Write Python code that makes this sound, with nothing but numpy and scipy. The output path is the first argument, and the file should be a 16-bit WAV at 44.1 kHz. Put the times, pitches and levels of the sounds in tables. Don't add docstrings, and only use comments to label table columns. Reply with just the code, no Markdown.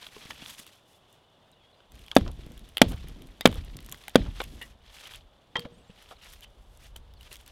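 import sys
import numpy as np
from scipy import signal
from scipy.fft import rfft, irfft
from scipy.io import wavfile

SR = 44100
rng = np.random.default_rng(int(sys.argv[2]) if len(sys.argv) > 2 else 0)


def ratio_of_db(decibels):
    return 10 ** (np.asarray(decibels, float) / 20)


def inscribe(sig):
    pcm = np.round(np.clip(np.atleast_2d(sig).T, -1, 1) * 32767)
    wavfile.write(sys.argv[1], SR, pcm.astype(np.int16))


N = 331191
STEP = 64

# pitch in Hz, level in dB per Hz.
TREE_HUSH = [(30, -15), (100, 2.5), (250, -6.5), (600, 0), (1050, -5.5), (2200, -18.5), (2950, -17),
             (3250, -17), (3600, -17), (4300, -21), (5500, -30), (9000, -29.5), (15000, -38.5)]
# time in seconds, rumble in dB.
WIND = [(0, -71), (.35, -60), (.65, -77), (1.86, -72.5), (1.95, -44), (2.1, -52), (4.08, -58.5), (4.8, -53),
        (5.05, -63.5), (5.17, -49.5), (5.45, -69.5), (5.65, -58), (6.3, -56), (6.45, -53), (7.0, -46),
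        (7.2, -50.5), (7.33, -54.5), (7.51, -56)]
# middle in seconds, half width in seconds, level in dB.
LEANS = [
    (.33, 0.32, -59.5),
    (1.97, 0.11, -61),
    (5.67, 0.23, -59),
    (7.33, 0.1, -67),
]
# pitch in Hz, level in dB per Hz.
RUB_COLOUR = [(300, -12.5), (800, -6), (1500, -4), (2700, -3.5), (4000, -6), (6000, -14.5)]
# start in seconds, length in seconds, dull part in dB,
# bright part in dB.
RUBS = [(0.026, 0.045, -47, -56.5), (0.149, 0.13, -51, -59.5), (0.303, 0.0047, -52, -45),
        (0.316, 0.15, -50.5, -61.5), (0.462, 0.06, -47.5, -50), (0.587, 0.021, -47.5, -50),
        (0.667, .016, -54, -62), (.72, 0.041, -59, -63.5), (0.89, 0.067, -69, -66), (1.1, 0.042, -74, -72),
        (4.364, 0.012, -48.5, -57.5), (4.406, 0.023, -50.5, -55.5), (4.464, 0.091, -62.5, -64),
        (4.57, 0.011, -53, -69), (4.624, 0.028, -57.5, -59), (4.865, .08, -59, -73.5),
        (4.951, 0.066, -50, -59), (5.048, 0.034, -48.5, -58.5), (5.112, 0.04, -48.5, -59),
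        (5.606, .02, -52.5, -71), (5.89, 0.017, -61, -80), (5.975, 0.081, -55.5, -67),
        (6.096, 0.025, -54, -62), (6.238, 0.079, -54.5, -61), (5.7, 0.17, -68.5, -82),
        (7.476, 0.0201, -54.5, -63), (6.97, 0.0034, -56, -59), (7.231, 0.042, -55.5, -64),
        (7.319, 0.022, -48, -53), (7.39, 0.024, -58.5, -62), (2.884, .014, -52, -51), (3.5, .08, -54, -64),
        (3.935, .06, -57, -63), (4.18, .07, -53, -72), (6.225, .03, -53, -62), (6.3, .045, -60, -60),
        (6.82, .04, -62, -63)]
# end in seconds, rise in dB per
# second, dull part in dB, bright part in dB.
SLIDES = [
    (6.445, 352, -51, -57),
    (6.868, 170, -55, -61),
    (6.77, 39, -82, -70.5),
]
DEBRIS_DB = (-4.0, 1.5, 1.5, 0.5)
# time in seconds, peak in dB, ringing pitch in Hz,
# bright peak in dB.
TICKS = [(0.0672, -33, 3400, -47), (0.3075, -25.5, 1870, -45), (0.4608, -36, 3430, -59),
         (0.5989, -41, 2960, -43.5), (0.6658, -42.5, 2880, -44), (2.082, -36.5, 2370, -54),
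         (2.115, -24, 3300, -50.5), (2.173, -25, 1030, -36), (2.211, -38, 1010, -56),
         (2.2787, -33, 1350, -62.5), (2.7706, -16.5, 3190, -29), (2.7805, -21, 2980, -31),
         (2.8271, -30, 1020, -45), (2.9203, -39.5, 3250, -43.5), (3.4095, -28, 2020, -31.5),
         (3.466, -22.5, 1450, -38), (3.4738, -21, 1050, -28.5), (3.527, -33, 1000, -45.5),
         (3.7887, -37, 2000, -68), (3.888, -37, 1830, -70), (3.9447, -34.5, 1970, -61),
         (4.038, -40.5, 3500, -51.5), (4.0812, -29.5, 2150, -34.5), (4.1465, -36.5, 1790, -50.5),
         (4.6156, -40, 1980, -45), (5.137, -35, 3230, -50.5), (5.5677, -24.5, 3105, -71),
         (5.5943, -29.5, 4530, -38), (6.445, -40, 2855, -62), (7.328, -40.5, 4180, -38)]
# time in seconds, bright peak in dB.
FLAKES_AND_CRUMBS = [(1.9196, -49), (1.9545, -54), (1.9927, -53), (2.0631, -51.5), (2.1524, -36), (2.1573, -37),
                     (2.1831, -41.5), (2.3152, -48.5), (2.4635, -51), (2.5192, -51.5), (2.577, -47), (2.5932, -49),
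                     (2.6893, -50.5), (2.8352, -47.5), (2.8927, -50), (2.9144, -47.5), (3.0847, -45), (3.2204, -47),
                     (3.2708, -52.5), (3.5153, -46), (3.5421, -41.5), (3.5554, -46), (3.6479, -52), (3.7692, -42),
                     (3.8267, -51), (3.8622, -42.5), (3.9154, -39), (3.9239, -31), (4.0949, -44), (4.4169, -40),
                     (0.4993, -40), (0.5069, -42.5), (0.5938, -43), (1.1275, -55.5), (1.5162, -59), (4.4392, -39.5),
          (4.6255, -43.5), (5.0735, -44.5), (5.1584, -44), (5.6039, -48), (6.0245, -51), (6.3219, -48.5),
          (6.3359, -44.5), (6.432, -51), (6.4399, -52), (6.7733, -51.5), (6.9627, -40.5), (7.2109, -52.5),
          (7.3402, -45.5), (7.411, -53.5), (7.4776, -45)]
# time in seconds, peak in dB, pitch in Hz, seconds to fade
# by 60 dB.
KNOCKS = [(0.161, -36.5, 426, 0.05), (0.251, -37, 180, 0.021), (0.419, -34.5, 260, 0.023),
          (0.591, -44.5, 228, 0.056), (2.388, -33.5, 147, 0.043), (2.462, -31.5, 134, 0.024),
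          (2.507, -38, 212, 0.047), (3.039, -31.5, 145, 0.038), (3.158, -41, 218, 0.048),
          (3.677, -37.5, 145, 0.045), (3.752, -33.5, 135, 0.034), (4.078, -32.5, 815, 0.023),
          (4.498, -46, 210, 0.034), (5.582, -31.5, 172, 0.073), (5.65, -25, 236, 0.02),
          (5.716, -42.5, 172, 0.041), (5.768, -44.5, 203, 0.037), (5.598, -35, 250, .02),
          (3.485, -33, 480, .025), (3.511, -36, 520, .02), (3.523, -36, 500, .02), (3.553, -35, 500, .025),
          (7.31, -46, 400, .04), (4.75, -48, 230, .04), (5.893, -37, 190, 0.047)]
# time in seconds, level in dB, ringing pitch in Hz, length in seconds,
# share of ringing (no unit).
CRUNCHES = [(0.304, -39, 1800, 0.018, 0.44), (2.118, -47, 1210, 0.027, .3),
            (2.772, -41.5, 2440, 0.036, 0.19), (3.411, -44, 2056, 0.011, 0.72),
            (3.924, -48, 1150, 0.018, 0.33), (4.4022, -29, 500, 0.0068, 0.56),
            (4.4015, -41.5, 2300, 0.009, 1.5), (4.415, -34.5, 1110, 0.0046, 0.23),
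            (4.434, -48, 2850, 0.02, 0.25), (4.613, -50, 1940, 0.023, 3.5), (4.616, -50, 2880, 0.014, 2.1),
            (5.554, -30.5, 1050, 0.026, 0.33), (5.649, -45, 600, 0.017, 1.5), (6.424, -55, 3100, .03, 1.14),
            (2.93, -42.5, 1500, 0.012, 0.1), (4.26, -47.5, 1380, 0.015, .2),
            (1.803, -58.5, 1500, 0.0054, .3), (6.109, -46.5, 1317, 0.022, 0.57),
            (6.111, -54.5, 740, 0.025, 2.9), (6.959, -45.5, 2010, 0.0072, .1)]
# time in seconds, length in seconds, first pitch in Hz, last pitch in
# Hz, level in dB.
CHIRPS = [
    (1.52, .025, 4170, 3580, -62),
    (1.727, 0.013, 4440, 3600, -63),
    (1.738, .012, 3570, 4400, -66),
    (6.16, 0.0185, 4620, 3500, -59),
    (7.159, 0.03, 5000, 3730, -62.5),
]
# time in seconds, pitch in Hz, level in dB.
BIRD_VOICES = [
    [(5.71, 8320, -120), (5.73, 8180, -72), (5.76, 8400, -76.5), (5.78, 9620, -75.5), (5.797, 8900, -78.5),
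     (5.828, 10000, -90.5), (5.875, 8340, -84), (5.92, 9230, -76), (5.97, 9150, -120)],
    [(5.71, 6580, -120), (5.75, 6630, -77), (5.77, 6800, -78), (5.805, 8240, -74), (5.83, 7860, -79.5),
     (5.855, 6730, -77.5), (5.907, 7960, -76.5), (5.95, 7470, -80), (5.97, 7360, -120)],
]
# time in seconds, pitch in Hz, level in dB.
WHISTLES = [
    [(2.036, 1750, -90), (2.043, 1850, -58), (2.055, 2910, -62), (2.068, 3350, -59), (2.09, 3100, -60),
     (2.11, 2700, -62), (2.118, 2500, -90)],
    [(1.98, 3400, -90), (1.99, 3220, -59), (2.005, 2800, -66), (2.015, 2600, -90)],
    [(1.565, 2980, -95), (1.59, 2800, -67), (1.615, 2450, -71), (1.645, 2040, -72), (1.66, 1950, -95)],
    [(1.745, 4300, -95), (1.76, 4750, -74), (1.8, 4850, -77), (1.815, 4800, -95)],
    [(1.805, 3800, -95), (1.82, 3550, -71), (1.84, 2800, -71), (1.855, 2550, -95)],
    [(1.6, 3450, -95), (1.618, 3350, -62), (1.635, 3250, -74), (1.657, 3300, -65), (1.68, 3400, -70),
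     (1.7, 3350, -95)],
]
# time in seconds, force in dB, wood pitch factor (no unit), splinters in dB, rebound
# delay in seconds.
CHOPS = [
    (2.1653, 2.5, 1.08, -11.5, .0085),
    (2.8164, 1.5, 1.0, -5.5, .011),
    (3.4555, 1.5, .97, -7, .0185),
    (4.1563, 0.5, 1.01, -10, .009),
]
# bite in seconds, three branch tones in dB, dB, dB, dying sound
# in dB.
GRIPS = [
    (.00085, 0, 0, 6, 0),
    (.0008, -8, 1.5, 12, 1.5),
    (.00095, 0, -2, 9, 0),
    (.001, 9, -7, -8, 0),
]
# four high tones in dB, dB, dB, dB, the log in dB.
EDGES = [
    (0, 0, 0, 0, 0),
    (0, -5, 2, -2, 4),
    (0, 2, 7, 4, 0),
    (3, 5, 0, 2, -1),
]
ADJUSTED_TONES = (2, 3, 4, 5, 6, 7, 8, 1)
# pitch in Hz, level in dB, seconds to fade by 60 dB.
WOOD_TONES = [(192, -19, .12), (246, -8, 0.043), (500, -14.5, 0.016), (660, 0, 0.0081), (876, -19.5, 0.018),
              (1180, -14, .015), (1550, -18, .02), (2350, -15.5, 0.018), (3250, -13, .015)]
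# pitch in Hz, level in dB per Hz.
TEAR_COLOUR = [(530, -24.5), (900, -5.5), (1620, -7.5), (3470, -8), (6110, -15.5), (6720, -14.5),
               (13500, -25.5), (16000, -30)]
# pitch in Hz, level in dB per band, seconds to fade by 60 dB.
DYING_BANDS = [(43.6, -30, 0.97), (125, -39, 0.9), (228, -28, 0.33), (480, -27, 0.14), (965, -34.5, 0.052),
               (1900, -42, .15), (3400, -47, .3), (7600, -56, 0.12)]
# delay in seconds, level in dB, pitch in Hz, seconds
# to fade by 60 dB.
THUMPS = [
    (.017, -23, 175, .05),
    (.048, -25, 85, .12),
    (.066, -30, 160, .05),
    (.124, -27, 75, .12),
]
# time in seconds, peak in dB, pitch in Hz, seconds to fade
# by 60 dB.
PINGS = [(3.4097, -18.5, 2020, 0.018), (3.4097, -22.5, 3600, .012), (3.417, -40.5, 3720, .03),
         (2.2105, -33, 1000, .012), (2.264, -38.5, 1300, .012), (5.557, -30, 2500, .02),
         (2.919, -40, 3160, .015), (2.963, -44.5, 900, 0.017), (3.122, -46.5, 1700, .015),
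         (4.2667, -42, 1500, .012), (4.8635, -50, 3300, .012), (4.897, -47.5, 3400, .012),
         (4.907, -48, 2500, .012), (4.924, -51, 9800, .006), (4.931, -49, 5800, .008),
         (5.056, -42, 3100, 0.021), (5.064, -45, 2480, .015), (5.07, -44, 3400, .015),
         (5.092, -43, 2400, .015), (5.113, -43, 2320, 0.016), (5.121, -42, 3100, .015),
         (5.146, -41, 3500, .012), (5.209, -53.5, 3000, .01), (5.22, -53.5, 3400, .01),
         (5.653, -41.5, 2200, .02), (6.2133, -51, 3080, .012), (6.2262, -50, 2880, .015),
         (6.2366, -46, 2840, .02), (6.2446, -47, 2980, .02), (6.4013, -49, 2780, .012),
         (6.8281, -51, 2460, .015), (6.845, -50, 2900, .015), (7.1381, -52.5, 3710, .012),
         (7.2095, -45, 2920, .015), (7.2308, -48.5, 3100, .015), (7.3157, -42, 2790, .015),
         (7.357, -40.5, 3340, 0.013), (7.3895, -51.5, 3360, .012), (7.4633, -46.5, 2920, .012)]
# time in seconds, peak in dB.
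SPECKS = [(2.8873, -35), (2.8964, -34), (2.9394, -44), (2.9614, -43), (3.7683, -31), (3.8054, -39),
          (3.8472, -41), (3.895, -33), (3.9504, -43), (3.9744, -44), (6.3274, -36), (6.3494, -48),
          (6.4078, -38), (7.1382, -48), (7.23, -42), (7.3567, -35), (7.3674, -37), (7.4629, -39)]
# time in seconds, level in dB.
LANDINGS = [
    (5.5559, -27.5),
    (5.5571, -19),
    (5.569, -37),
]
# pitch in Hz, level in dB, seconds to fade by 60 dB.
AXE_TONES = [(600, -17, 0.03), (920, -9, 0.05), (1384, -15, 0.07), (1750, -18, .07), (1950, 0, 0.03),
             (3198, -11, 0.11), (3230, -22.5, 0.23), (4510, -36.5, 0.3)]
# time in seconds, level in dB, pitch in Hz, seconds to fade by 60 dB.
HANDLE_HUM = (5.566, -41, 477, .55)


def in_time(rows):
    s, *columns = np.transpose(rows)
    return [np.interp(np.arange(N) / SR, s, column) for column in columns]


def bandpass(x, low_hz, high_hz, order=2):
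    sos = signal.butter(order, [low_hz, min(high_hz, .45 * SR)], "band", fs=SR, output="sos")
    return signal.sosfilt(sos, x)


def band(x, low_hz, high_hz, order=2):
    y = bandpass(x, low_hz, high_hz, order)
    return y / np.std(y)


def coloured(white, points):
    hz = np.maximum(np.fft.rfftfreq(len(white), 1 / SR), 1)
    table_hz, table_db = np.transpose(points)
    gain = ratio_of_db(np.interp(np.log(hz), np.log(table_hz), table_db))
    y = irfft(rfft(white) * gain, len(white))
    return y / np.std(y)


def drift(rate):
    knots_per_s = 400
    knots = rng.standard_normal(int(N / SR * knots_per_s))
    r = np.exp(-2 * np.pi * rate / knots_per_s)
    slow = signal.lfilter([1], [1, -2 * r, r * r], np.tile(knots, 2))[len(knots):]
    return np.interp(np.arange(N) / SR * knots_per_s, np.arange(len(slow)), slow / np.std(slow))


def ring(hz, t60, size):
    t = np.arange(size) / SR
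    return np.sin(2 * np.pi * hz * t) * ratio_of_db(-60 * t / max(t60, .002))


def glide(hz):
    return np.sin(2 * np.pi * np.cumsum(hz) / SR)


def add(out, s, sound):
    i = round(s * SR)
    out[i:i + len(sound)] += sound[:N - i]


def swell(start_s, end_s, db, rise_db_s, fall_db_s):
    t = np.arange(0, N, STEP) / SR
    before = rise_db_s * np.maximum(start_s - t, 0)
    after = fall_db_s * np.maximum(t - end_s, 0)
    return ratio_of_db(db - before - after) ** 2


def hump(middle_s, width_s, db):
    t = np.arange(0, N, STEP) / SR
    return ratio_of_db(db) ** 2 * np.exp(-4 * ((t - middle_s) / width_s) ** 2)


def level_db(power):
    return np.interp(np.arange(N) / STEP, np.arange(len(power)), 10 * np.log10(power + 1e-14))


def heaves():
    return sum(hump(chop[0] + .36, 0.23, 0) for chop in CHOPS)


def forest_hush():
    return ratio_of_db(-64.0 + 0.65 * drift(2.8)) * coloured(rng.standard_normal(N), TREE_HUSH)


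def chorus():
    voices = [glide(hz + 110 * drift(45)) * ratio_of_db(4.5 * drift(30)) for hz in (2880, 2970, 3450, 3550)]
    return ratio_of_db(-79.5 - .8 * np.arange(N) / SR) * sum(voices)


def rumble():
    wind = ratio_of_db(in_time(WIND)[0][::STEP]) ** 2
    loudness_db = level_db(wind + ratio_of_db(-50) ** 2 * heaves())
    return band(rng.standard_normal(N), 23, 70) * ratio_of_db(loudness_db + 1.5 * drift(8.4) - 2.5)


def creak():
    leaning = sum(hump(*row) for row in LEANS)
    loudness_db = level_db(ratio_of_db(-75) ** 2 + ratio_of_db(-53.5) ** 2 * heaves() + leaning)
    return band(rng.standard_normal(N), 100, 300) * ratio_of_db(loudness_db + 3 * drift(15))


def crackle(rub_db, low_hz, high_hz):
    pops_per_s, ring_cycles = 90, 13
    happens = rng.random(N) < pops_per_s / SR
    height = ratio_of_db(3.2 * np.minimum(rng.exponential(1, N), 3))
    pops = happens * height * ratio_of_db(rub_db + 3.5)
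    dealt = rng.integers(0, 6, N)
    out = np.zeros(N)
    for k, hz in enumerate(np.geomspace(low_hz, high_hz, 6)):
        out += signal.oaconvolve(pops * (dealt == k), ring(hz, ring_cycles / hz, 300))[:N]
    return out


def rubbing():
    shapes = []
    for s, length_s, _, _ in RUBS:
        rise_db_s = 25.5 / (length_s + 0.019)
        shapes.append(swell(s, s + length_s, 0, rise_db_s, 0.65 * rise_db_s))
    for s, rise_db_s, _, _ in SLIDES:
        shapes.append(swell(s, s, 0, rise_db_s, 2470))
    levels_db = np.array(RUBS + SLIDES)[:, 2:].T
    dull_rubs, bright_rubs = ratio_of_db(levels_db) ** 2 @ np.array(shapes)
    work = swell(1.92, 4.7, 0, 980, 300) * ratio_of_db(4.0 * drift(12)[::STEP])
    debris = sum(swell(chop[0], chop[0], -52 + db, 3000, 41.5) for chop, db in zip(CHOPS, DEBRIS_DB))
    still_db = -69.5
    dull_db = level_db(ratio_of_db(still_db) ** 2 + ratio_of_db(-61) ** 2 * work + debris + dull_rubs)
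    bright_db = level_db(ratio_of_db(-83.5) ** 2 + ratio_of_db(-69) ** 2 * work + ratio_of_db(-14.5) ** 2 * debris + bright_rubs)
    clumps = 1.8 * drift(40)
    grains = rng.standard_normal(N) * ratio_of_db(1.8 * rng.exponential(1, N))
    dull = coloured(grains, RUB_COLOUR + [(9000, -36.0)])
    dull *= ratio_of_db(dull_db + clumps + 2.1 * drift(60) - 5.5)
    bright = band(grains, 4100, 13000) * ratio_of_db(bright_db + clumps + 1.8 * drift(60) - 3.5)
    active_db = np.where(dull_db > still_db + 2, dull_db, -120)
    pops = crackle(active_db, 1900, 4700) + crackle(bright_db + 0.5, 5000, 10500)
    return dull + bright + pops


def ticks():
    out, t = np.zeros(N), np.arange(900) / SR
    small = FLAKES_AND_CRUMBS
    pieces = list(TICKS)
    for (s, db), (a, b) in zip(small, rng.standard_normal((len(small), 2))):
        pieces.append((s, db - 1.5 + 3 * a, 3300 * np.exp(.12 * b), db))
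    sprays = rng.standard_normal((len(pieces), len(t))) * ratio_of_db(-60 * t / 0.011)
    tops = bandpass(sprays, 5500, 13000)
    mids = bandpass(sprays, 900, 4500)
    for (s, db, hz, top_db), top, mid in zip(pieces, tops, mids):
        body = ring(hz, 0.0097, len(t)) + 1.8 * mid
        add(out, s + .0001, ratio_of_db(db - 2.5) * body + ratio_of_db(top_db + 6) * top)
    return out


def knocks():
    out = np.zeros(N)
    for s, db, hz, t60 in KNOCKS:
        overtone = ring(2.42 * hz, 0.46 * t60, 4400)
        add(out, s + 0.0046, ratio_of_db(db - 2) * (ring(hz, t60, 4400) + 0.65 * overtone))
    return out


def crunches():
    out, t = np.zeros(N), np.arange(3000) / SR
    size = (len(CRUNCHES), len(t))
    cracks = rng.standard_normal(size) * ratio_of_db(2.5 * rng.exponential(1, size))
    for (s, db, hz, length_s, tone), row in zip(CRUNCHES, cracks):
        fade = np.exp(-.7 * t / length_s) / (1 + (t / length_s) ** 2.8)
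        row = row * fade * np.minimum(t / 0.00083, 1)
        low = np.clip(1 - hz / 3800, 0, 1)
        broad = low * band(row, 320, 1500) + (1 - low) * band(row, 1600, 3600, order=3)
        piece = np.convolve(row, ring(hz, .025, len(t)))[:len(t)]
        add(out, s, ratio_of_db(db - 9) * (broad + tone * piece / np.std(piece)))
    return out


def birds():
    out = np.zeros(N)
    for s, length_s, from_hz, to_hz, db in CHIRPS:
        hz = np.linspace(from_hz, to_hz, round(length_s * SR))
        add(out, s, ratio_of_db(db) * np.hanning(len(hz)) * glide(hz))
    for rows in BIRD_VOICES:
        hz, db = in_time(rows)
        out += ratio_of_db(db + 3 * drift(40)) * glide(hz)
    return out


def whistles():
    out, flutter = np.zeros(N), ratio_of_db(3.0 * drift(50) - 2.5)
    for rows in WHISTLES:
        s, hz, db = np.transpose(rows)
        t = np.arange(s[0], s[-1], 1 / SR)
        add(out, s[0], ratio_of_db(np.interp(t, s, db)) * glide(np.interp(t, s, hz)))
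    return out * flutter


def bites():
    out, t = np.zeros(N), np.arange(SR // 2) / SR
    for (s, force_db, *_), (bite_s, *_) in zip(CHOPS, GRIPS):
        add(out, s - .0006, ratio_of_db(-10.0) * np.linspace(0, 1, 26) ** 2.0)
        push = np.sin(np.pi * np.minimum(t / bite_s, 1)) ** .7
        add(out, s, -ratio_of_db(force_db + 1.5) * push)
    return out


def struck_wood():
    out, size = np.zeros(N), SR // 2
    contact = signal.windows.hann(13) / 6
    for (s, force_db, pitch, _, rebound_s), (bite_s, *branch_db, _), edge_db in zip(CHOPS, GRIPS, EDGES):
        extra_db = dict(zip(ADJUSTED_TONES, [*branch_db, *edge_db]))
        for k, (hz, db, t60) in enumerate(WOOD_TONES):
            tone = np.convolve(ratio_of_db(db + extra_db.get(k, 0)) * ring(hz * pitch, t60, size), contact)
            lead_s = 0.00012 if hz < 350 else 0
            add(out, s + bite_s - lead_s, ratio_of_db(force_db) * tone)
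            add(out, s + rebound_s, ratio_of_db(-15.5) * tone)
    return out


def tearing():
    out, t = np.zeros(N), np.arange(SR // 2) / SR
    fibres = coloured(rng.standard_normal(N) * ratio_of_db(3.0 * rng.exponential(1, N)), TEAR_COLOUR)
    for s, _, _, tear_db, _ in CHOPS:
        i = round(s * SR)
        length_s = 0.0037 + .0002 * (tear_db + 8.5)
        shape = np.minimum(t / 0.00058, 1) / (1 + (t / length_s) ** 4.3)
        add(out, s, ratio_of_db(tear_db - 3.5) * shape * fibres[i:i + len(t)])
    return out


def dying_wood():
    out, t = np.zeros(N), np.arange(SR // 2) / SR
    hums = [band(rng.standard_normal(N), hz / 1.41, hz * 1.3) for hz, _, _ in DYING_BANDS]
    rattle = ratio_of_db(1.5 * drift(22))
    hop = ratio_of_db(-53) * np.exp(-((t - .113) / .022) ** 2)
    for (s, *_), (*_, tail_db) in zip(CHOPS, GRIPS):
        here = slice(round(s * SR), round(s * SR) + len(t))
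        tail = hop * rattle[here] * (hums[3] + hums[4])[here]
        for hum, (hz, db, t60) in zip(hums, DYING_BANDS):
            build_up = np.minimum(t * hz / 2.4, 1) ** 3
            tail += hum[here] * ratio_of_db(db - 60 * t / t60) * build_up
        add(out, s, np.minimum(t / .004, 1) * rattle[here] * ratio_of_db(tail_db) * tail)
    return out


def thumps():
    out, soft = np.zeros(N), signal.windows.hann(200) / 100
    for (s, force_db, *_), chance in zip(CHOPS, rng.standard_normal((len(CHOPS), len(THUMPS)))):
        for (delay_s, db, hz, t60), c in zip(THUMPS, chance):
            thump = np.convolve(ring(hz * (1 + .04 * c), t60, 9000), soft)
            add(out, s + delay_s, ratio_of_db(force_db + db + 1.0 * c) * thump)
    return out


def pings():
    out = np.zeros(N)
    for (s, db, hz, t60), rough in zip(PINGS, rng.standard_normal((len(PINGS), 60))):
        snap = .25 * rough * np.exp(-np.arange(60) / 18.0)
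        snap[0] += 1
        tones = ring(hz, t60, 1500) + .6 * ring(1.3 * hz, .6 * t60, 1500)
        add(out, s, ratio_of_db(db - 3.5) * np.convolve(snap, tones))
    return out


def specks():
    out = np.zeros(N)
    sprays = rng.standard_normal((len(SPECKS), 300)) * ratio_of_db(-60 * np.arange(300) / SR / .005)
    for (s, db), spray in zip(SPECKS, bandpass(sprays, 2500, 15500)):
        add(out, s, ratio_of_db(db - 3) * spray)
    return out


def axe_drop():
    out, size = np.zeros(N), 15000
    chances_db = rng.normal(0, 2, (len(LANDINGS), len(AXE_TONES)))
    for (s, db), row in zip(LANDINGS, chances_db):
        for (hz, tone_db, t60), chance_db in zip(AXE_TONES, row):
            add(out, s, ratio_of_db(db + tone_db + chance_db) * ring(hz, t60, size))
    s, db, hz, t60 = HANDLE_HUM
    add(out, s, ratio_of_db(db) * ring(hz, t60, size) * np.minimum(np.arange(size) / 400, 1))
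    return signal.sosfilt(signal.butter(2, 5500, fs=SR, output="sos"), out)


def scene():
    surroundings = forest_hush() + chorus() + birds() + whistles()
    handling = rumble() + creak() + rubbing() + ticks() + knocks() + crunches()
    blows = bites() + struck_wood() + tearing() + dying_wood() + thumps()
    return (surroundings + handling + blows + pings() + specks() + axe_drop())[None]


def low_pass(x):
    return signal.sosfilt(signal.butter(12, 16290, fs=SR, output="sos"), x)


def record(dry):
    peak_hz, width_hz, lift = 3300, 780, 0.8
    r = np.exp(-np.pi * width_hz / SR)
    w = 2 * np.pi * peak_hz / SR
    opening = signal.lfilter(np.array([1, 0, -1]) * (1 - r * r) / 2, [1, -2 * r * np.cos(w), r * r], dry)
    overloaded = np.clip(dry + lift * opening, -1, 1)
    return low_pass(overloaded)


dry = scene()
out = record(dry)
inscribe(out)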